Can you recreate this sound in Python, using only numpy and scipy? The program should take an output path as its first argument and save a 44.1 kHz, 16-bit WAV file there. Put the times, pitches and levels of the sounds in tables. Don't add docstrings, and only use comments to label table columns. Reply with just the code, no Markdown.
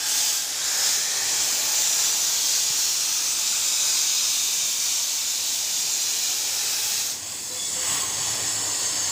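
import sys
import numpy as np
from scipy import signal
from scipy.fft import rfft, irfft, next_fast_len
from scipy.io import wavfile
from scipy.ndimage import uniform_filter1d, map_coordinates

SR = 44100
rng = np.random.default_rng(int(sys.argv[2]) if len(sys.argv) > 2 else 0)


def waveform_to_disk(signal):
    frames = np.transpose(np.atleast_2d(signal))
    scaled = np.clip(frames, -1, 1) * 32767
    samples = np.round(scaled).astype(np.int16)
    wavfile.write(sys.argv[1], SR, samples)


def field_ratio(decibels):
    return 10 ** (np.asarray(decibels, dtype=float) / 20)


N = 401742

# (time [s], level [dB])
CORE_LEVEL = [(0, -31.5), (.09, -26), (.2, -24), (.36, -26.5), (.5, -32.5), (.63, -29.5), (.88, -23),
              (1.0, -26.5), (1.18, -27.5), (1.33, -26.5), (1.42, -24.5), (1.6, -27), (1.8, -24.5),
              (2.2, -26), (2.52, -24), (2.9, -27), (3.25, -26.5), (3.55, -26), (4.25, -24.5), (4.55, -26.5),
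              (5.3, -28.5), (5.8, -27.5), (6.95, -28)]
ROAR_LEVEL = [(0, -41), (.2, -39.5), (.45, -44), (.82, -37), (1.03, -41), (1.35, -38), (1.9, -38.5),
              (2.5, -42), (3.6, -42), (5.2, -46), (6.2, -43.5), (6.9, -42.5)]
JET_TREBLE_LEVEL = [(0, -40), (.09, -32), (.36, -32), (.5, -34.5), (.65, -33.5), (.88, -32.5),
                    (1.15, -35.5), (1.7, -33), (2.6, -33.5), (3.3, -35), (4.35, -33.5), (5.3, -36),
                    (6.6, -35), (6.95, -32)]
# (frequency [Hz], relative density [dB])
ROAR_SPECTRUM = [(150, -19.5), (250, -14.5), (455, -9.5), (700, -5), (865, -2), (1060, -6), (1380, -3.5),
                 (1590, -3.5), (1900, -3), (2200, -4.5), (2660, -4), (4510, -120)]
BODY_SPECTRUM = [(1350, -40), (2120, -21), (2320, -8), (2510, -8), (3150, -4.5), (3360, -3), (3550, -1.5),
                 (4690, -1.5), (5000, -2), (6500, -13), (11000, -120)]
CORE_SPECTRUM = [(2820, -29), (4800, -4.5), (5690, 1.5), (6970, 3.5), (8710, -7), (10500, -22.5),
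                 (13600, -32), (22000, -120)]
JET_TREBLE_SPECTRUM = [(5880, -34), (10000, -4), (12800, -5), (14000, -4), (14900, 0), (15400, -2)]
# (time [s], delay [ms], strength [0-1])
REFLECTION = [(0, 0.66, .14), (1, 0.56, 0.13), (1.4, 0.34, .14), (2.2, 0.62, 0), (3.6, 0.82, 0.27),
              (4.5, 0.78, 0.22), (5, 0.87, .08), (6.6, 0.77, 0)]
# (time [s], share of the full shading [0-1])
BODY_SHADE = [(.36, 0), (.46, 1), (.62, 1), (.82, 0), (.98, 0), (1.08, 0.4), (1.3, 0.2), (1.5, 0)]
# (time [s], gain on the jet [dB])
VALVE_GAIN = [(6.96, 1.5), (7.12, -2.5), (7.22, -16), (7.4, -45)]

# (time [s], level [dB])
LEAK_LEVEL = [(7.2, -35.5), (7.35, -32.5), (7.5, -33.5), (7.65, -28.5), (7.95, -26), (8.12, -27.5),
              (9.1, -27.5)]
LEAK_LOW_LEVEL = [(7.2, -44.5), (7.35, -41.5), (7.45, -47), (7.55, -44), (7.7, -43), (7.8, -36),
                  (7.95, -32), (8.15, -36.5), (9.1, -36.5)]
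LEAK_TREBLE_LEVEL = [(7.22, -42), (7.35, -38.5), (7.7, -39), (7.95, -31.5), (8.15, -36.5), (9.1, -36.5)]
# (frequency [Hz], relative density [dB])
LEAK_LOW_SPECTRUM = [(290, -56), (500, -12.5), (1080, 0), (1210, -7.5), (1650, -4.5), (1930, -1),
                     (2310, -5), (2950, -0.5), (4000, -6), (5200, -44), (8800, -120)]
LEAK_AIR_SPECTRUM = [(1760, -34), (3100, -18), (3350, -5), (3720, -9), (4610, 2), (5280, -21), (5870, 1),
                     (6280, -17), (6730, 3), (7870, 5), (9020, -6), (10500, -21), (13600, -22),
                     (22000, -120)]
LEAK_TREBLE_SPECTRUM = [(5880, -29), (10000, 1), (10500, -4), (11700, -4), (12600, -7), (14000, -5),
                        (14900, -1), (15400, 1)]
# (centre [Hz], width [Hz], relative peak [dB])
PIPE_MODES = [(1080, 200, -12), (1925, 80, -12), (3040, 60, -13), (3430, 60, -13), (4200, 60, -13),
              (4610, 190, -11), (4930, 70, -7), (5310, 190, -6.5), (5910, 70, -12), (6360, 45, 0),
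              (6525, 50, -4), (6885, 130, -2), (7295, 60, -6), (7710, 70, -3), (8410, 55, -10),
              (8880, 50, -15), (9510, 60, -18), (10000, 60, -17)]

# (start [s], length [s], from [Hz], to [Hz], level [dB])
BREATHY_BANDS = [(0.499, 0.96, 1626, 1923, -43), (.7, .35, 5230, 4900, -41), (2.651, .48, 5540, 5480, -35),
                 (2.75, 0.4, 4280, 4190, -39), (2.8, 2.3, 2550, 2433, -49), (4.598, 1.7, 6230, 6430, -43),
                 (6.6, .5, 2540, 2640, -43), (5.892, 0.53, 3970, 4100, -40), (6.102, 1.1, 5220, 5180, -39)]
# (start [s], length [s], pitch [Hz], level [dB])
FAINT_WHISTLES = [(0, .9, 1596, -51), (7.493, .1, 505, -47), (7.51, .07, 3980, -42),
                  (7.53, 0.38, 2210, -52), (7.56, .13, 3430, -37.5), (7.643, .13, 3800, -49),
                  (7.755, 0.12, 511, -45.5), (7.845, 0.26, 1068, -45), (9.03, .08, 920, -46)]
# (time [s], pitch [Hz], starting amplitude [dB], 60 dB decay time [s])
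NUDGE = (2.704, 140, -33, .045)

# (time [s], gain [dB])
SHOP_LEVEL = [(0, -53.5), (.4, -54), (1.3, -50), (2.1, -52), (3.9, -54), (5.1, -56), (7.0, -50.5),
              (7.5, -47.5), (7.9, -42), (9.1, -42.5)]
# (frequency [Hz], relative density [dB])
DRONE_SPECTRUM = [(15, -53), (25, -13), (98, 1.5), (162, -2), (254, -2), (294, -1.5), (382, -2.5),
                  (482, -2.5), (755, -2), (800, -5), (1040, -10), (1400, -21), (2400, -120)]
# (centre [Hz], width [Hz], relative peak [dB])
HUM_MODES = [(104, 16, 0), (295, 22, -1)]


def unit(x):
    return x / np.sqrt(np.mean(x ** 2) + 1e-20)


def curves(rows):
    s, *cols = np.transpose(rows)
    return [np.interp(np.arange(N) / SR, s, c) for c in cols]


def wobble(rate, size=N):
    knots = rng.standard_normal(int(size * rate / SR) + 4)
    return map_coordinates(knots, [np.arange(size) * rate / SR])


def filtered(x, response):
    m = next_fast_len(N + 8192)
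    return irfft(rfft(x, m) * response(np.fft.rfftfreq(m, 1 / SR)), m)[..., :N]


def colour(spectrum):
    f, db = np.transpose(spectrum)
    return lambda hz: field_ratio(np.interp(np.log(hz + 1), np.log(f + 1), db))


def resonances(modes):
    def gain(hz):
        power = sum(field_ratio(2 * db) / (1 + (2 * (hz - centre) / width) ** 2) for centre, width, db in modes)
        return np.sqrt(power)
    return gain


def streaked(x, window, bins, frames, depth_db):
    z = signal.stft(x, nperseg=window)[2]
    field = uniform_filter1d(rng.standard_normal(z.shape), size=bins, axis=0)
    field = uniform_filter1d(field, size=frames, axis=1)
    return signal.istft(z * field_ratio(depth_db * unit(field)), nperseg=window)[1][:N]


def rush(gain, fine_db, ripple_db, patchy_db):
    x = streaked(rng.standard_normal(N), 4096, 3, 12, fine_db)
    x = streaked(x, 1024, 4, 40, ripple_db)
    x = streaked(x, 1024, 20, 5, patchy_db)
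    return unit(filtered(x, gain))


def jet():
    (core_db,), (roar_db,), (treble_db,) = curves(CORE_LEVEL), curves(ROAR_LEVEL), curves(JET_TREBLE_LEVEL)
    (valve_db,), (shade,) = curves(VALVE_GAIN), curves(BODY_SHADE)
    delay_ms, strength = curves(REFLECTION)
    body_db = -31.5 + 0.75 * (core_db + 25)

    core = field_ratio(core_db) * rush(colour(CORE_SPECTRUM), fine_db=2.0, ripple_db=1.5, patchy_db=0.7)
    roar = rush(colour(ROAR_SPECTRUM), fine_db=2.0, ripple_db=0.8, patchy_db=0.67)
    roar = field_ratio(roar_db + 0.15 * valve_db) * roar
    body = rush(colour(BODY_SPECTRUM), fine_db=2.0, ripple_db=1.25, patchy_db=0.63)
    body = field_ratio(body_db + 0.2 * valve_db) * body
    treble = rush(colour(JET_TREBLE_SPECTRUM), fine_db=0.8, ripple_db=1.4, patchy_db=1.3)
    treble = field_ratio(treble_db + 0.4 * valve_db) * treble

    shaded_part = filtered(treble, lambda hz: 0.63 / (1 + (11600 / (hz + 1)) ** 16))
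    treble = treble - shade * shaded_part

    air = core + roar + body
    dull = filtered(air, lambda hz: 1 / (1 + (hz / 6500) ** 4))
    reflection = strength * map_coordinates(dull, [np.arange(N) - delay_ms * SR / 1000], order=3)
    flutter_db = 0.26 * wobble(12) + 0.18 * wobble(5.05)
    return field_ratio(valve_db + flutter_db) * (air + reflection + treble)


def leak():
    (level_db,), (low_db,) = curves(LEAK_LEVEL), curves(LEAK_LOW_LEVEL)
    (treble_db,) = curves(LEAK_TREBLE_LEVEL)
    pipes = resonances(PIPE_MODES)

    def high(hz):
        return np.clip((hz - 3000) / 400, 0, 1)

    free = rush(colour(LEAK_AIR_SPECTRUM), fine_db=2, ripple_db=1.8, patchy_db=0.6)
    rung = rush(lambda hz: pipes(hz) * high(hz), fine_db=1.5, ripple_db=2, patchy_db=0.5)
    low_free = rush(colour(LEAK_LOW_SPECTRUM), fine_db=1.5, ripple_db=1.3, patchy_db=0.6)
    low_rung = rush(lambda hz: pipes(hz) * (1 - high(hz)), fine_db=0.5, ripple_db=0.8, patchy_db=0.5)
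    treble = rush(colour(LEAK_TREBLE_SPECTRUM), fine_db=1.3, ripple_db=1.5, patchy_db=0.6)

    hiss = field_ratio(level_db) * (field_ratio(-4.5) * free + field_ratio(-0.3) * rung)
    hiss = hiss + field_ratio(low_db) * (low_free + field_ratio(-12.5) * low_rung)
    hiss = hiss + field_ratio(treble_db) * treble
    held_db = np.interp(np.arange(N) / SR, (6.9, 7.17), [-12, 0])
    return field_ratio(held_db + 0.65 * wobble(11)) * hiss


def wandering_tone(length_s, from_hz, to_hz, width_hz, edge_s):
    u = np.linspace(0, 1, round(length_s * SR))
    swell = np.clip(length_s / edge_s * np.minimum(u, 1 - u), 0, 1)
    steady = 8 / width_hz
    wander = steady + wobble(width_hz, size=len(u)) + 1j * wobble(width_hz, size=len(u))
    tone = np.exp(2j * np.pi * np.cumsum(from_hz + (to_hz - from_hz) * u) / SR)
    return swell * unit((wander * tone).real)


def whistles():
    out = np.zeros(N + SR)
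    for start_s, length_s, from_hz, to_hz, db in BREATHY_BANDS:
        tone = wandering_tone(length_s, from_hz, to_hz, width_hz=260, edge_s=length_s / 5)
        out[round(start_s * SR):][:len(tone)] += field_ratio(db) * tone
    for start_s, length_s, hz, db in FAINT_WHISTLES:
        tone = wandering_tone(length_s, hz, hz, width_hz=0.014 * hz, edge_s=0.012)
        out[round(start_s * SR):][:len(tone)] += field_ratio(db) * tone
    return out[:N]


def bump():
    start_s, hz, db, t60_s = NUDGE
    t = np.clip(np.arange(N) / SR - start_s, 0, None)
    return field_ratio(db - 60 * t / t60_s) * np.sin(2 * np.pi * hz * t)


def shop():
    (level_db,) = curves(SHOP_LEVEL)
    drone = rush(colour(DRONE_SPECTRUM), fine_db=2.0, ripple_db=1.35, patchy_db=0.0)
    peaks = resonances(HUM_MODES)
    hum = unit(filtered(rng.standard_normal(N), lambda hz: peaks(hz) ** 2))
    return field_ratio(level_db) * (field_ratio(0.3) * drone + field_ratio(-9.0) * hum)


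def scene():
    mono = jet() + leak() + whistles() + bump() + shop()
    return np.array([mono, mono])


def low_pass(x):
    return signal.sosfilt(signal.butter(12, 16850, fs=SR, output="sos"), x)


def record(dry):
    def microphone(hz):
        return (hz < 15550) * hz ** 2 / (hz ** 2 + 42 ** 2)

    mix = filtered(dry, microphone)
    return low_pass(mix)


dry = scene()
out = record(dry)
waveform_to_disk(out)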